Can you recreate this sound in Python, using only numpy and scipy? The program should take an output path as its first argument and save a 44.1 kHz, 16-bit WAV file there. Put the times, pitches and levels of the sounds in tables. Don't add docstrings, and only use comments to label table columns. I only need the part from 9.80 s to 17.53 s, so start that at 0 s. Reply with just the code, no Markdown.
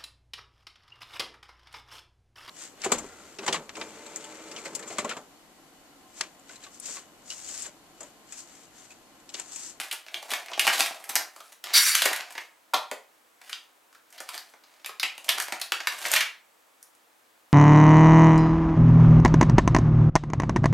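import sys
import numpy as np
from scipy import signal
from scipy.fft import rfft, irfft, next_fast_len
from scipy.io import wavfile
from scipy.ndimage import map_coordinates

SR = 44100
rng = np.random.default_rng(int(sys.argv[2]) if len(sys.argv) > 2 else 0)


def unload_audio(sound):
    columns = np.transpose(np.atleast_2d(sound))
    steps = np.round(np.clip(columns, -1, 1) * 32767)
    wavfile.write(sys.argv[1], SR, steps.astype(np.int16))


N = 340872

# (frequency [Hz], relative level [dB per Hz])
HISS_COLOUR = [(15, -54), (25, -16), (140, -24), (189, -16.5), (324, -5.5), (361, -12.5), (472, -7),
               (670, -6.5), (901, -5.5), (1210, -6.5), (5200, -18.5), (7790, -18), (15700, -22.5)]
# (frequency [Hz], likeness [0 to 1])
HISS_LIKENESS = [(60, 0.53), (180, 0.23), (550, 0.24), (1650, 0.14), (4970, 0.66), (15000, 1)]
# (frequency [Hz], middle level [dB rms])
FAINT_TONES = [(7850, -87), (12958, -87), (14002, -88)]
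# (start [s], swell [s], hold [s], scrape [dB], hollow against scrape [dB],
# fizz against scrape [dB])
STROKES = [(-0.01, 0.0091, 0.0067, -36, -8.5, -2.5), (0.25, 0.087, 0.27, -52.5, 1.5, -2),
           (0.62, .12, .08, -56, 8, -0.5), (0.803, 0.069, 0.16, -30.5, -8.5, -3),
           (0.985, 0.042, 0.025, -50.5, -9, -7.5), (1.12, 0.12, .2, -55, 4, 0.5),
           (1.5, 0.065, 0.16, -62, -8.5, 2), (1.834, .03, 0.081, -41.5, -6.5, -12.5),
           (2.13, 0.021, 0.044, -28, -21.5, -2.5), (2.216, 0.022, 0.16, -44.5, -8.5, -13),
           (2.425, 0.045, 0.15, -59, -1, 0.5), (3.597, .08, 0.091, -56, -11.5, -1.5),
           (4.273, 0.083, .08, -57.5, -6, -6), (4.45, 0.081, 0.026, -43, -7, -6),
           (4.618, 0.047, .06, -70, -4.5, 4), (4.817, 0.075, 0.13, -67, -5.5, -7.5),
           (5.35, 0.17, .06, -53.5, 4.5, 4), (5.523, 0.044, .03, -40.5, -7, -23),
           (5.98, 0.26, .12, -38, -6.5, -2.5), (6.311, 0.023, 0.022, -27, -15, -37)]
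# (frequency [Hz], relative level [dB per Hz])
FILM_COLOUR = [(300, -43.5), (700, -20), (1300, -2), (2200, 3), (4000, -0.5), (6500, -6), (11000, -26.5),
               (18000, -72)]
# (frequency [Hz], width [Hz], relative level [dB])
HOLLOW_MODES = [(180, 140, -17), (340, 130, -9.5), (673, 197, 5), (816, 503, 0)]
# (frequency [Hz], relative level [dB per Hz])
FIZZ_COLOUR = [(2000, -52), (4500, -4.5), (6500, 2), (9000, 2.5), (12900, -0.5), (14900, -10), (15700, -21),
               (16400, -37.5)]
# (frequency [Hz], time to fall 60 dB [s])
ROOM_FADE = [(150, 0.14), (600, 0.35), (2000, 0.33), (5000, 0.28), (14000, 0.22)]
# (frequency [Hz], level [dB])
ROOM_SPREAD = [(60, -16.5), (150, -19), (700, -11.5), (4000, -12), (9000, -13.5), (15000, -27)]
# (time [s], relative level [dB], panel pitch [Hz], relative hollow level [dB],
# relative crack level [dB], time for the driving burst to fall 60 dB [s])
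SNAPS = [(0.014, -21.5, 2880, -17, -8.5, .015), (0.0418, -40, 2360, -17, -24, 0.017),
         (0.1114, -16.5, 2790, -32, -11, .044), (0.1245, -22.5, 1690, -11.5, -2.5, .068),
         (0.2638, -31.5, 2550, -11, -17, .024), (0.2828, -26.5, 2520, -36, -19, .026),
         (0.3424, -11.5, 2600, -41, -20.5, .014), (0.503, -17, 2760, -25.5, -13.5, 0.081),
         (0.5147, -17, 2928, -6.5, -7.5, .053), (0.5352, -9.5, 2100, -15.5, -14, .03),
         (0.6589, -31, 2290, -39.5, -10.5, .034), (0.6836, -23, 2164, -20, -28.5, .018),
         (0.7149, -20, 1251, -5.5, -29, .039), (0.7327, -19, 2910, -32, -37.5, .04),
         (0.7761, -22, 2450, 3.5, -20, .013), (0.7939, -2.5, 2440, -43, -12.5, .03),
         (0.8676, -7, 2400, -18, -10, .025), (0.8756, -2, 2200, -10.5, -16.5, .03),
         (0.8964, -9, 1532, -23, -31, .07), (0.9911, -13.5, 3922, -7, -6, .083),
         (1.1074, -25.5, 1560, 0, -20, .027), (1.2395, -21.5, 5030, -27, -14, .036),
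         (1.2913, -14, 6110, -16, -11.5, .074), (1.3545, -3, 6280, -22, -6.5, .014),
         (1.3604, -4, 4530, -18.5, -23.5, .03), (1.4074, -21.5, 1710, -8.5, -38, .027),
         (1.5616, -27, 1380, -9.5, -15, .03), (1.6034, -26, 1355, -12, -16, .03),
         (1.8394, -18.5, 3313, -15, -12, .027), (2.151, -7.5, 6830, -19, -5.5, .025),
         (2.2188, -4.5, 3216, -14, -12.5, .038), (2.2538, -6, 2070, -13.5, -9, .077),
         (2.3125, -14.5, 1523, -5, -32.5, .03), (2.3295, -10.5, 2095, -28, -11, .034),
         (2.361, -19, 1785, -36.5, -7, .03), (2.3925, -25, 1800, -10.5, -22.5, .03),
         (2.4851, -33.5, 1513, -9, -20, 0.029), (2.5227, -32, 9680, -17, -15.5, .034),
         (2.5511, -23, 2130, -9, -20.5, .05), (2.578, -17.5, 2170, -11.5, -19, .03),
         (2.9362, -8.5, 1280, -17, -14, .026), (2.9414, -5, 3500, -9.5, -18, .037),
         (3.1133, -16.5, 2240, -3.5, -13, .017), (3.1204, -24, 1360, -14, -36, .018),
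         (3.6142, -34.5, 2107, -8.5, -13.5, .03), (3.677, -44, 2810, -5, -19, .03),
         (3.694, -27.5, 1960, -16, -9.5, .052), (3.7295, -10.5, 2986, -52, -51, .012),
         (4.127, -38.5, 1450, -21, -14, .026), (4.147, -36.5, 1520, -18, -16, .054),
         (4.3036, -46.5, 1390, -26, -3, .03), (4.3256, -40, 2000, -28, -0.5, .023),
         (4.3774, -29, 3540, -24, -14.5, .09), (4.4029, -23, 1640, -8.5, -9.5, .026),
         (4.4896, -15.5, 1410, -39, -13, .022), (4.5493, -24.5, 4440, -11, -7, .03),
         (4.578, -15.5, 4040, -26, -15, .01), (4.7366, -34, 1900, -6.5, -37, .03),
         (4.8359, -35.5, 4240, -15, -20, .045), (5.0454, -19, 3210, -19, -17.5, .015),
         (5.0604, -18, 2127, -18, -7.5, .016), (5.0914, -22, 1490, -10.5, -32, .035),
         (5.1967, -6.5, 4050, -40, -17, .03), (5.229, -6.5, 2590, -18.5, -17, .057),
         (5.3787, -23.5, 2570, -13.5, -12, .023), (5.443, -32.5, 2600, -30.5, -2.5, .04),
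         (5.4824, -19.5, 2570, -8, -28.5, .018), (5.4891, -2, 3110, -22, -10.5, .048),
         (5.5822, -10.5, 1280, -14, -12.5, .018), (5.6, -11.5, 1876, -38, -6, .026),
         (5.6224, -23, 1850, -27.5, -3, .015), (5.6825, -22, 2122, -5.5, -11.5, .017),
         (5.7217, -9.5, 1860, -11, -18, .036), (5.7975, -29, 2065, -30, -7, .03),
         (5.8135, -12, 4080, -19.5, -9, .038), (5.92, -4.5, 2387, -13.5, -15, .015),
         (6.0023, -16.5, 1840, -15, -23, .037), (6.0709, -3, 1680, -26.5, -18.5, .019),
         (6.1859, -30.5, 1844, -11, -5, .038), (6.2516, -10.5, 2030, -17.5, -32, .03),
         (6.2824, -23, 1360, -13, -5, .03), (6.2964, -23, 2170, -27.5, -15.5, .037),
         (6.3158, -11.5, 9900, -23, -3.5, .018), (6.336, -4, 1980, -14, -9, .03),
         (6.3594, -4.5, 2300, -23.5, -13, .07), (6.4058, -7.5, 2360, -23.5, -14.5, .056),
         (7.0275, -39, 9600, -33.5, 1.5, .013), (7.1494, -47, 10060, -22, -11, .03)]
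# (time [s], relative peak [dB], pitch [Hz], time for the blow to fall 60 dB [s])
THUDS = [(0.868, -17.5, 840, 0.013), (2.257, -18, 580, 0.037), (2.935, -13.5, 940, 0.066),
         (3.119, -24, 512, 0.026)]
# (start [s], hold [s], level [dB])
JERKS = [(1.931, 0.041, -18), (1.997, 0.027, -20), (2.047, 0.039, -20.5), (2.101, 0.022, -25.5)]
# (frequency [Hz], width [Hz], relative level [dB])
RIM_MODES = [(2280, 200, -9.5), (3820, 260, -1.5), (4540, 300, 2), (5650, 430, 1.5), (7150, 800, -6),
             (8750, 230, -9.5), (9920, 350, -18)]

HISS_DB = -63
SWELL_DB, FADE_DB_PER_S = 19, 246.5
SHEET_DB = -0.5
JERK_GRIP_S, JERK_FADE_DB_PER_S = 0.0093, 601.5
TOP_HZ = 16400


def amp(db):
    return 10 ** (np.asarray(db) / 20)


def unit(x):
    return x / np.sqrt(np.mean(x ** 2) + 1e-20)


def peak(x):
    return x / np.abs(x).max(axis=1, keepdims=True)


def along(points, hz):
    f, v = np.transpose(points)
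    return np.interp(np.log(hz + 1), np.log(f + 1), v)


def filtered(x, response):
    n = x.shape[-1]
    m = next_fast_len(n + 4096)
    return irfft(rfft(x, m) * response(np.fft.rfftfreq(m, 1 / SR)), m)[..., :n]


def ring(hz, damping):
    return lambda f: 1j * f * damping * hz / (hz * hz - f * f + 1j * f * damping * hz)


def modes(table):
    def response(f):
        total = 0
        for k, (centre, width, db) in enumerate(table):
            resonance = 1j * f * width / (centre * centre - f * f + 1j * f * width)
            total = total + (-1) ** k * amp(db) * resonance
        return total
    return response


def colour(points):
    def response(f):
        cepstrum = irfft(np.log(np.maximum(amp(along(points, f)), 1e-4)))
        cepstrum[1:len(cepstrum) // 2] *= 2
        cepstrum[len(cepstrum) // 2 + 1:] = 0
        return np.exp(rfft(cepstrum))
    return response


def wobble(rate):
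    knots = rng.standard_normal(int(N * rate / SR) + 4)
    return map_coordinates(knots, [np.arange(N) * rate / SR])


def slips(rate, scatter_db, smooth, clump_db):
    hit = rng.random(N) < rate / SR
    size = amp(scatter_db * np.minimum(rng.exponential(size=N), 3.5)) * rng.standard_normal(N)
    clump = amp(clump_db * wobble(110))
    return unit(clump * (unit(hit * size) + smooth * rng.standard_normal(N)))


def background():
    def middle_and_side(hz):
        turn = np.arccos(np.clip(along(HISS_LIKENESS, hz), -1, 1)) / 2
        return amp(along(HISS_COLOUR, hz)) * [np.cos(turn), np.sin(turn)]

    mid, side = filtered(rng.standard_normal((2, N)), middle_and_side)
    hiss = amp(HISS_DB) * np.array([mid + side, mid - side]) / np.std(mid)
    t = np.arange(N) / SR
    tones = 0
    for hz, db in FAINT_TONES:
        level = amp(db + 3 * wobble(3.4))
        tones = tones + level * np.sqrt(2) * np.sin(2 * np.pi * hz * t)
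    return hiss + tones


def rubbing():
    start, swell, hold, db, hollow_db, fizz_db = (c[:, None] for c in np.transpose(STROKES))
    t = np.arange(N) / SR - start
    swell, hold = np.maximum(swell, .002), np.maximum(hold, 0)
    rise_db = SWELL_DB * np.clip(1 - t / swell, 0, 1)
    fade_db = FADE_DB_PER_S * np.maximum(t - swell - hold, 0)
    pressure = (t > 0) * amp(db - rise_db - fade_db)
    force = slips(rate=1800, scatter_db=2.5, smooth=0.47, clump_db=6)
    scrape = pressure.sum(axis=0) * unit(filtered(force, colour(FILM_COLOUR)))
    hollow = (pressure * amp(hollow_db)).sum(axis=0) * unit(filtered(force, modes(HOLLOW_MODES)))
    fizz = (pressure * amp(fizz_db)).sum(axis=0) * unit(filtered(force, colour(FIZZ_COLOUR)))
    return scrape + hollow + fizz


def room(x, hop=8192):
    out = np.zeros((2, N + SR))
    for start in range(0, N, hop):
        hz, t, z = signal.stft(rng.standard_normal((2, SR // 2)), SR, nperseg=256)
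        z[1] *= amp(along(ROOM_SPREAD, hz))[:, None]
        fade = amp(-60 * t / along(ROOM_FADE, hz)[:, None])
        tail = signal.istft(z * fade, SR, nperseg=256)[1]
        tail *= np.clip(np.arange(tail.shape[1]) / SR / 0.0029 - .3, 0, 1)
        wet = signal.fftconvolve(x[None, start:start + hop], tail / np.linalg.norm(tail[0]), axes=1)
        out[:, start:start + wet.shape[1]] += wet
    mid, side = out[:, :N]
    return np.array([mid + side, mid - side])


def snaps():
    out, t = np.zeros(N + SR), np.arange(4096) / SR
    start, db, panel_hz, hollow_db, crack_db, t60 = (c[:, None] for c in np.transpose(SNAPS))
    t60 = np.clip(t60, .003, .2)
    draw = rng.standard_normal((len(SNAPS), 2, len(t)))
    shape = amp(-60 * t / t60) * (1 - np.exp(-t / (0.033 * t60)))
    spectrum = rfft(draw[:, 0] * amp(2.9 * draw[:, 1]) * shape)
    force = irfft(spectrum / np.abs(spectrum) ** 0.24) * shape ** .3

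    tuned = ring(panel_hz, 0.58)
    panel = peak(filtered(filtered(force, tuned), tuned))
    panel = panel + amp(SHEET_DB) * peak(filtered(force, colour(FILM_COLOUR)))
    hollow = peak(filtered(force, modes(HOLLOW_MODES)))
    crack_force = force * amp(-60 * t / 0.077)
    crack = peak(filtered(crack_force, colour(FIZZ_COLOUR)))
    mix = 0.48 * panel + amp(hollow_db - 0.5) * hollow + amp(crack_db + 8) * crack
    for s, sound in zip(start[:, 0], amp(db - 4.0) * mix):
        out[round(s * SR):][:len(t)] += sound
    return out[:N]


def thuds():
    out, t = np.zeros(N + SR), np.arange(4096) / SR
    for start, db, hz, t60 in THUDS:
        blow = rng.standard_normal(len(t)) * amp(-60 * t / t60)
        sound = filtered(filtered(blow, ring(hz, .6)), ring(hz, .9))
        out[round(start * SR):][:len(t)] += amp(db - 1) * sound / np.abs(sound).max()
    return out[:N]


def drag():
    start, hold, db = (c[:, None] for c in np.transpose(JERKS))
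    t = np.arange(N) / SR - start
    fade_db = JERK_FADE_DB_PER_S * np.maximum(t - JERK_GRIP_S - hold, 0)
    level = np.clip(t / JERK_GRIP_S, 0, 1) ** 2 * amp(db - fade_db)
    force = slips(rate=5300, scatter_db=4.0, smooth=.9, clump_db=-0.5)
    rim = sum(amp(5 * wobble(40)) * filtered(force, modes([mode])) for mode in RIM_MODES)
    fizz = unit(filtered(force, colour(FIZZ_COLOUR)))
    sheet = unit(filtered(force, colour(FILM_COLOUR)))
    return level.max(axis=0) * (unit(rim) + 0.29 * fizz + 0.34 * sheet)


def scene():
    sources = rubbing() + snaps() + thuds() + drag()
    near = filtered(sources, lambda hz: (1j * hz / (1j * hz + 170)) ** 2)
    direct = near * amp([[-.2], [.2]])
    return background() + direct + amp(-2.0) * room(near)


def record(dry):
    return filtered(dry, lambda hz: (1j * hz / (1j * hz + 45)) ** 2 * (hz < TOP_HZ))


dry = scene()
out = record(dry)
unload_audio(out)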